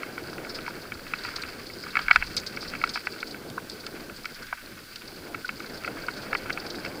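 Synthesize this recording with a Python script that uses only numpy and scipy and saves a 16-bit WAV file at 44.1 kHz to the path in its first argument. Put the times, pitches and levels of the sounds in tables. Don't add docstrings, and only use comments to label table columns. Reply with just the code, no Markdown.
import sys
import numpy as np
from scipy import signal
from scipy.fft import rfft, irfft, next_fast_len
from scipy.io import wavfile
from scipy.ndimage import uniform_filter1d, map_coordinates

SR = 44100
rng = np.random.default_rng(int(sys.argv[2]) if len(sys.argv) > 2 else 0)


def transcribe(signal):
    frames = np.atleast_2d(signal).T
    limited = np.clip(frames, -1, 1)
    pcm = np.round(limited * 32767).astype(np.int16)
    wavfile.write(sys.argv[1], SR, pcm)


def gain_from_db(level_db):
    decades = np.asarray(level_db, float) / 20
    return 10 ** decades


N = 308700

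# (pitch [Hz], width [Hz], level [dB])
PORT_MODES = [(4090, 34, -5), (4550, 790, 12.5), (5250, 790, 1.5)]
# (pitch [Hz], width [Hz], level [dB])
LINK_MODES = [(5940, 210, -8), (8130, 960, -4), (9100, 240, -3), (9150, 15000, -2.5)]
# (time [s], rise over the steady shake [dB], half length [s])
BUMPS = [
    (0.5, 6, 0.24),
    (1.2, 8.5, 0.28),
    (2.175, 16.5, 0.23),
    (2.75, 11, 0.23),
    (4.3, 4.5, 0.32),
    (6.2, 8, 0.77),
]


def unit(x):
    return x / np.sqrt(np.mean(x ** 2) + 1e-20)


def wobble(rate):
    knots = rng.standard_normal(int(N * rate / SR) + 4)
    return map_coordinates(knots, [np.arange(N) * rate / SR])


def curves(rows):
    s, *columns = np.transpose(rows)
    return [np.interp(np.arange(N) / SR, s, column) for column in columns]


def swells(rows):
    t = np.arange(N) / SR
    return sum(db * np.exp(-((t - s) / half) ** 2) for s, db, half in rows)


def filtered(x, response):
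    m = next_fast_len(x.shape[-1] + 4096)
    spectrum = rfft(x, m) * response(np.fft.rfftfreq(m, 1 / SR))
    return irfft(spectrum, m)[..., :x.shape[-1]]


def muffled(x, low_hz, high_hz):
    band = signal.butter(4, [low_hz, high_hz], "band", fs=SR, output="sos")
    return signal.sosfilt(band, x)


def colour(points):
    hz, db = np.transpose(points)
    return lambda f: gain_from_db(np.interp(np.log(f + 1), np.log(hz + 1), db))


def modes(table, shift=1, gains=1):
    def response(f):
        rows = []
        for k, (centre, width, db) in enumerate(table):
            sign = (-1) ** k
            damping = 1j * f * width
            rows.append(sign * gain_from_db(db) * damping / ((centre * shift) ** 2 - f * f + damping))
        return np.sum(gains * np.array(rows), axis=0)
    return response


def scatter(count, table, spread_db):
    return gain_from_db(spread_db * rng.standard_normal((count, len(table)))).T[:, :, None]


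def rush(patchy_db):
    z = signal.stft(rng.standard_normal(N + 512), nperseg=512)[2]
    field = uniform_filter1d(rng.standard_normal(z.shape), size=4, axis=0)
    field = uniform_filter1d(field, size=8, axis=1)
    return signal.istft(z * gain_from_db(patchy_db * unit(field)), nperseg=512)[1][:N]


def ticks(rate):
    happens = rng.random(N) < rate / SR
    return happens * rng.standard_normal(N) * gain_from_db(1.5 * rng.standard_normal(N))


def strikes(times, peak_db, push, response):
    ring = filtered(push, response)
    ring = ring * (gain_from_db(peak_db) / np.abs(ring).max(axis=1))[:, None]
    at = np.round(times * SR).astype(int)[:, None] + np.arange(ring.shape[1])
    return np.bincount(at.ravel(), ring.ravel(), N + SR)[:N]


def housing_knocks():
    # (time [s], peak [dB], upper wall [dB relative], shell [dB relative], contact [ms])
    hard = [(0.0313, -25, 2, -24, 2.6), (0.6783, -25, -3, -2.5, 1.9), (0.9196, -25, 1.5, -15, 3.8),
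            (1.136, -19.5, 3.5, -23, 3.1), (1.2484, -26, -1.5, -8, 5.2), (1.954, -16, 2, -29, 1.65),
            (1.9686, -11, -1, -28, 5), (1.9904, -19, -6, -8, 3), (2.082, -13, -1, -23, 2.8),
            (2.1102, -4.5, 1, -16, 4.3), (2.159, -5.5, -0.5, -23, 1.1), (2.2238, -20, 5.5, -10.5, 2.1),
            (2.8384, -11.5, -2, -26, 2.6), (2.9564, -20, -0.5, -8.5, 6.4), (3.0698, -19.5, 3.5, -11, 3.1),
            (3.228, -22.5, 1.5, -21, 3), (3.579, -22.5, -18, -11, 4.8), (4.5263, -19.5, -7.5, -7.5, 5.1),
            (5.4906, -21, 1, -16, 3.4), (5.876, -23, -1.5, -23, 5.4), (6.083, -19, -5.5, -13, 6.5),
            (6.329, -15, -4, -11.5, 2.5), (6.35, -16, -2, -19, 4.9), (6.5025, -20, 0, -13, 3.9)]
    # (time [s], peak [dB], upper wall [dB relative])
    light = [(0.1787, -26.5, 0), (0.381, -31.5, 2.5), (0.448, -33, 2), (0.587, -29.5, 0.5),
             (0.663, -31.5, 4.5), (0.9926, -37.5, 0), (1.066, -32.5, 1), (1.435, -30.5, 5.5),
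             (1.6992, -43, 9.5), (1.837, -33.5, 1), (2.1304, -26, -9), (2.372, -34, 6), (2.434, -33, -1),
             (2.571, -26.5, 2.5), (2.6268, -31, -2), (2.7357, -26, -4), (2.7506, -29, 3), (2.8144, -27, 4),
             (2.973, -23.5, -3), (3.3436, -29.5, -2), (3.866, -30.5, -6), (4.096, -32.5, -2),
             (4.244, -33, -2), (4.2553, -26, 3.5), (5.3448, -25, 0.5), (5.602, -27.5, -2.5),
             (5.8454, -25.5, 1.5), (6.574, -25, 3.5), (6.848, -31, 5.5), (6.86, -27.5, 0)]
    # (time [s], peak [dB])
    dull = [(0.6494, -37), (1.2858, -29.5), (1.383, -30), (1.866, -29.5), (2.1637, -15.5), (2.873, -30),
            (2.94, -36), (4.42, -38), (5.016, -38), (5.643, -31), (5.837, -33), (5.9702, -31), (6.035, -30),
            (6.3091, -42), (6.496, -23.5), (0.467, -32), (0.951, -36), (0.2818, -33), (0.3293, -32.5),
            (0.5008, -33), (0.7058, -34), (1.3376, -33), (1.4092, -34), (1.4885, -36), (2.0223, -34),
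            (2.3376, -39), (3.1602, -34.5), (6.2846, -37), (6.4577, -29.5), (6.6653, -33), (6.7446, -33),
            (6.783, -32), (0.852, -37), (1.984, -33), (2.0937, -24.5), (2.1048, -17)]
    # (pitch [Hz], width [Hz], level [dB])
    low_wall = [(1163, 170, -6), (1359, 210, 4), (1465, 146, 4), (1640, 61, -2)]
    high_wall = [(1947, 67, -7.5), (2237, 127, 1), (2612, 108, -3.5), (3130, 99, -16.5)]
    shell_modes = [(712, 320, -3.5), (855, 110, -8.5), (960, 53, 1.5)]
    clack_db, port_leak_db = -5.5, -18.5
    seat_s, blow = 0.0006, 1.59

    taps = [(*row, -20, 3.9) for row in light]
    nudges = [(*row, -8.5, -13, 4.1) for row in dull]
    s, db, upper_db, shell_db, contact_ms = np.transpose([*hard, *taps, *nudges])
    count = len(s)
    t = np.arange(2048) / SR
    fade = np.exp(-2 * t / (contact_ms / 1000)[:, None])
    chatter = rng.standard_normal((count, len(t))) * fade * (1 - np.exp(-t / seat_s))
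    bare = chatter + blow * np.exp(-t / 0.00015)
    push = muffled(bare, low_hz=675, high_hz=3130)

    wall_hz = 1457 * (1 + 0.058 * rng.standard_normal(count))
    shift = (wall_hz[:, None] / 1400) ** 0.5
    low_response = modes(low_wall, shift, scatter(count, low_wall, spread_db=1.5))
    high_response = modes(high_wall, shift ** 0.036, scatter(count, high_wall, spread_db=0.0))
    shell_response = modes(shell_modes, shift ** 0.05, scatter(count, shell_modes, spread_db=4))
    low = strikes(s, db, push, low_response)
    high = strikes(s, db + upper_db, push, high_response)
    shell = strikes(s, db + shell_db + 0.5, push, shell_response)

    contact_db = db + np.minimum(upper_db, 0)
    clack = strikes(s, contact_db + clack_db, muffled(push, low_hz=1105, high_hz=3300), lambda f: 1)
    leak_push = muffled(bare, low_hz=2700, high_hz=5600)
    leak = strikes(s, contact_db + port_leak_db, leak_push, modes(PORT_MODES))
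    return low + high + shell + clack + leak


def chain_hits(table, rise, tick):
    s, db, t60, bright_db = np.transpose(table)
    count = len(s)
    t = np.arange(6144) / SR
    swell = (1 - np.exp(-(t + 1 / SR) / rise)) ** 2
    jingle = rng.standard_normal((count, len(t))) ** 3 * gain_from_db(-60 * t / t60[:, None]) / 3
    first_blow = tick * gain_from_db(-60 * t / 0.0036) * rng.standard_normal((count, len(t)))
    push = swell * (jingle + first_blow)

    hz = 4640 * (1 + 0.041 * rng.standard_normal(count))
    shift = (hz[:, None] / 4650) ** 0.63
    body_response = modes(PORT_MODES, shift, scatter(count, PORT_MODES, spread_db=3.0))
    link_response = modes(LINK_MODES, shift ** 0.043, scatter(count, LINK_MODES, spread_db=4.0))
    body = strikes(s - rise, db, muffled(push, low_hz=3160, high_hz=6070), body_response)
    bright_push = muffled(push, low_hz=4550, high_hz=10200)
    return body + strikes(s - rise, db + bright_db - 1, bright_push, link_response)


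def chain():
    # (time [s], peak [dB], time to fade 60 dB [s])
    padded = [(0.6634, -33, 0.05), (0.8165, -35, 0.1), (1.735, -33, 0.027), (1.826, -30.5, 0.062),
              (1.9908, -28, 0.033), (1.972, -34, 0.035), (1.956, -34, 0.03), (2.1095, -23.5, 0.03),
              (2.159, -23, 0.016), (2.8388, -30, 0.047), (4.2536, -28, 0.022), (5.0764, -31.5, 0.038),
              (5.479, -30.5, 0.05), (5.697, -35, 0.037), (6.135, -31.5, 0.037), (6.3414, -32, 0.048),
              (6.5986, -29, 0.034), (6.7022, -26.5, 0.029), (6.8498, -28.5, 0.022), (1.46, -39, 0.03),
              (2.5242, -37, 0.04), (2.5621, -34, 0.04), (4.467, -38, 0.02), (4.66, -35, 0.02),
              (5.1622, -36, 0.03), (5.8585, -32, 0.03), (1.03, -39, 0.05), (1.08, -35, 0.04),
              (4.345, -33.5, 0.05)]
    # (time [s], peak [dB], time to fade 60 dB [s], bright links [dB relative])
    metal = [(0.606, -36, 0.092, -17.5), (1.2356, -27.5, 0.046, -17), (2.1264, -27, 0.078, -16),
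             (2.3665, -15.5, 0.07, -14.5), (2.4643, -24, 0.056, -14), (2.8729, -29, 0.044, -13),
             (2.891, -23, 0.05, -13), (2.9365, -24.5, 0.21, -13), (3.1218, -33, 0.058, -17),
             (3.2678, -29.5, 0.12, -15), (3.3089, -30.5, 0.037, -16), (3.697, -26, 0.034, -7),
             (3.7154, -37, 0.056, -17), (3.8647, -25, 0.02, -13.5), (4.1617, -35, 0.055, -5),
             (4.1714, -38, 0.03, -1), (4.9585, -29, 0.028, -18), (5.596, -35, 0.037, -13),
             (5.662, -35, 0.037, -17)]
    # (time [s], peak [dB], time to fade 60 dB [s])
    loose = [(0.333, -34, 0.039), (0.4932, -28, 0.073), (0.5458, -25, 0.096), (0.6868, -33.5, 0.06),
             (1.187, -32, 0.043), (1.361, -19, 0.044), (1.421, -24, 0.032), (1.6675, -29.5, 0.033),
             (2.2617, -32.5, 0.14), (2.472, -25, 0.041), (2.608, -28, 0.17), (2.6774, -26.5, 0.073),
             (2.947, -27.5, 0.058), (3.056, -32, 0.077), (3.203, -28.5, 0.041), (3.804, -33.5, 0.037),
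             (4.426, -34, 0.05), (5.454, -32.5, 0.04), (5.742, -32.5, 0.065), (5.7744, -35, 0.054),
             (6.5265, -26.5, 0.054), (6.6617, -29.5, 0.072), (0.94, -32.5, 0.059), (1.905, -32, 0.07),
             (2.015, -32, 0.1), (6.148, -38, 0.031), (6.166, -32.5, 0.12), (6.22, -33, 0.092),
             (6.368, -31, 0.087), (6.752, -31, 0.06)]
    slaps = [(*row, -22) for row in padded] + [*metal]
    jingles = [(*row, -15) for row in loose]
    return chain_hits(slaps, rise=0.0008, tick=0.64) + chain_hits(jingles, rise=0.0049, tick=0.3)


def frame_snaps():
    # (time [s], peak [dB], centre [Hz], time to fade 60 dB [s])
    clicks = [(4.2548, -27, 3300, .016), (3.8655, -28, 3500, .012), (4.9585, -30, 3100, 0.015),
              (5.02, -35, 3000, .012), (2.3665, -18.5, 4200, 0.013), (2.4643, -29, 3400, .014),
              (2.16, -15, 2600, 0.013), (1.4356, -27, 2300, .014), (4.467, -38, 3600, .01),
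              (3.5, -29, 3300, .012), (5.837, -32, 3500, .012), (6.5, -35, 4000, .012),
              (6.003, -37, 5200, .012), (2.7, -28, 3400, .012), (2.4, -29, 5400, .012)]
    s, db, hz, t60 = np.transpose(clicks)
    t = np.arange(1024) / SR
    burst = rng.standard_normal((len(s), len(t))) * gain_from_db(-60 * t / t60[:, None])
    centre = hz[:, None]
    width = 2 * 0.39 * centre

    def band(f):
        damping = 1j * f * width
        return (damping / (centre ** 2 - f * f + damping)) ** 2
    return strikes(s, db, burst, band)


def tyres():
    # (time [s], roughness [dB], loose gravel over firm dirt [dB])
    trail = [(0.0, 1.5, -7), (0.3, -1.5, 0), (0.62, 3, -3.5), (0.95, -3.5, -2.5), (1.25, 4.5, -0.5),
             (1.44, 3.5, 0), (1.66, -3, 4.5), (1.85, -1, 5), (2.02, 7.5, -4.5), (2.42, 0, 3),
             (2.75, 3.5, 0), (3.1, -0.5, 2), (3.55, -4, -4), (3.75, -3, 1.5), (4.7, -2, -4),
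             (5.1, -3.5, 0.5), (6.4, 2.5, -3), (7.0, 0, 0)]
    # (pitch [Hz], width [Hz], level [dB])
    cavity = [(984, 410, -11), (1200, 300, -4.5), (1500, 213, -2), (1910, 300, -6), (2240, 284, -4.5),
              (2640, 157, -6), (3180, 650, -15)]
    # (pitch [Hz], width [Hz], level [dB])
    mount_note = [(1538, 140, 0)]
    # (pitch [Hz], width [Hz], level [dB])
    grit_port = [(4035, 560, 7), (4686, 580, 17.5), (5250, 450, 4)]
    # (time [s], rise over the crunch [dB], half length [s])
    rubs = [
        (2.03, -2.5, 0.031),
        (2.145, 7.5, .02),
        (2.19, 3, 0.032),
        (4.43, 4, 0.019),
        (4.49, 0.5, 0.056),
        (6.15, 1, 0.037),
    ]
    # (time [s], rise [dB], half length [s])
    hum_rises = [(4.43, 7, .025), (4.485, 7, .03), (4.6, 3, .04), (4.72, 1.5, .05), (0.715, 5.5, .02),
                 (0.84, 5, .03), (1.19, 5, .03), (1.41, 4, 0.028), (2.0, 9, .01), (5.72, 3, 0.037),
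                 (5.98, 6, 0.033), (6.04, 6, .02)]
    crunch_db, grit_db, hum_db = -48, -50.5, -3.5

    rough_db, loose_db = curves(trail)
    bumps = wobble(25)
    stones = (rush(0.78) + 0.5 * unit(ticks(1500))) * gain_from_db(1.2 * bumps + 2.8 * wobble(80))
    crunch = unit(filtered(muffled(stones, low_hz=590, high_hz=3580), modes(cavity)))
    hum = unit(filtered(rush(1.2) * gain_from_db(2.5 * wobble(45)), modes(mount_note)))
    crunch = crunch + gain_from_db(hum_db + swells(hum_rises)) * hum

    grit_surge = gain_from_db(0.9 * bumps + 2.4 * wobble(90) + 1.3 * wobble(20))
    grains = (0.7 * rush(2.2) + unit(ticks(450))) * grit_surge
    grains = muffled(grains, low_hz=2580, high_hz=8800)
    grit = unit(filtered(grains, lambda f: modes(grit_port)(f) + gain_from_db(-8.5) * modes(LINK_MODES)(f)))
    return gain_from_db(rough_db) * (gain_from_db(crunch_db + swells(rubs)) * crunch + gain_from_db(grit_db + loose_db) * grit)


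def headwind():
    # (time [s], strength [dB], rasp [dB relative])
    gusts = [(0.0, -43.5, 3), (0.27, -41, 1.5), (1.09, -49.5, 4.5), (1.6, -46, 0), (1.87, -47, -7),
             (2.3, -45.5, -4), (2.81, -44, 3.5), (3.0, -49, 0.5), (3.51, -43, 0), (3.8, -46, -5),
             (4.11, -43, 0), (4.4, -47.5, 4), (4.76, -50.5, -4), (5.32, -43, 2), (5.52, -46, -3),
             (5.75, -40, 2), (6.12, -45, 4), (6.9, -40.5, 4.5)]
    # (time of return [s], length [s], depth [dB])
    lulls = [
        (2.26, .25, 6.5),
        (4.307, 0.19, 7.5),
        (4.387, 0.05, 15),
        (4.613, 0.21, 15.5),
        (5.027, 0.22, 9.5),
        (5.486, 0.081, 6.5),
        (5.852, 0.11, 9.5),
    ]
    # (frequency [Hz], level [dB])
    roar_colour = [(120, -15.5), (200, -4), (330, 4.5), (480, 0), (650, -7.5), (860, -12.5), (1100, -13.5),
                   (1430, -14), (2420, -120)]
    buffet_colour = [(41, -32), (70, -3.5), (230, 0), (300, -5), (510, -120)]
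    rasp_colour = [(300, -32), (420, -3.5), (520, -0.5), (700, -2), (950, -10.5), (1400, -22), (2400, -120)]
    sag, snap_s = 0.34, 0.017

    t = np.arange(N) / SR
    lulls_db = 0
    for s, long, db in lulls:
        corners = [s - long, s - long * (1 - sag), s, s + snap_s]
        lulls_db = lulls_db + np.interp(t, corners, [0, db, db, 0])
    gust_db, rasp_db = curves(gusts)
    roar_db = gust_db - lulls_db
    flutter = gain_from_db(0.84 * wobble(6.0) + 1.0 * wobble(35))
    roar = unit(flutter * filtered(rush(0.97), colour(roar_colour)))
    buffet = unit(flutter * filtered(rush(2.0), colour(buffet_colour)))
    rasp = unit(flutter * gain_from_db(1.3 * wobble(30)) * filtered(rush(1.4), colour(rasp_colour)))

    rasp_db = -8.5 + rasp_db + (1 - 0.7) * lulls_db
    buffet_db = -50 + 0.5 * (roar_db + 45) + 0.21 * swells(BUMPS)
    return gain_from_db(roar_db) * (roar + gain_from_db(rasp_db) * rasp) + gain_from_db(buffet_db) * buffet


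def frame():
    # (time [s], level [dB], pitch [Hz], time to fade 60 dB [s], rise [s])
    ringing_parts = [(2.03, -39, 42, .2, .012), (2.16, -34, 59, .55, .012), (3.577, -23, 1060, .03, .001),
                     (5.4455, -9, 1480, .028, .007), (1.361, -39, 6450, .05, .003),
                     (2.371, -38, 6430, .12, .004), (2.892, -39, 6430, .07, .003),
                     (5.596, -48, 6450, .06, .002), (1.361, -33, 4100, .04, .004),
                     (1.991, -25, 3200, .012, .0005), (4.527, -33, 965, .045, .002),
                     (3.865, -31, 2700, .018, .0005)]
    # (frequency [Hz], level [dB])
    shake_colour = [(8.8, -29), (15, 9.5), (38, 0), (75, -9), (98, -44), (160, -120)]
    sound = gain_from_db(-61 + swells(BUMPS)) * unit(filtered(rush(1.0), colour(shake_colour)))
    for s, db, hz, t60, rise in ringing_parts:
        t = np.clip(np.arange(N) / SR - s, 0, None)
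        envelope = gain_from_db(db - 60 * t / t60) * (1 - np.exp(-t / rise))
        sound = sound + envelope * np.sin(2 * np.pi * hz * t)
    return sound


def camera_noise():
    # (frequency [Hz], level [dB])
    hiss_colour = [(1650, -52), (2800, -7), (4660, -3.5), (6460, -10.5), (12300, -12), (15100, -10),
                   (15900, -27)]
    # (pitch [Hz], level [dB rms])
    tones = [(10204, -82), (10243, -78), (10282, -80), (15074, -66), (15105, -82)]
    t = np.arange(N) / SR
    hiss = gain_from_db(-52) * unit(filtered(rng.standard_normal(N), colour(hiss_colour)))
    waver = gain_from_db(0.7 * wobble(9) + 1.8 * wobble(90))
    whistles = sum(np.sqrt(2) * gain_from_db(db) * np.sin(2 * np.pi * hz * t) for hz, db in tones)
    return hiss + waver * whistles


def scene():
    bike = housing_knocks() + chain() + frame_snaps() + tyres() + frame()
    return (bike + headwind() + camera_noise())[None]


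def top_cut(x):
    return signal.sosfilt(signal.butter(12, 16870, fs=SR, output="sos"), x)


def record(dry):
    ceiling = 1.25
    held = dry / (1 + np.abs(dry / ceiling) ** 4) ** (1 / 4)
    mix = filtered(held, lambda f: f < 15950)
    return top_cut(mix)


dry = scene()
out = record(dry)
transcribe(out)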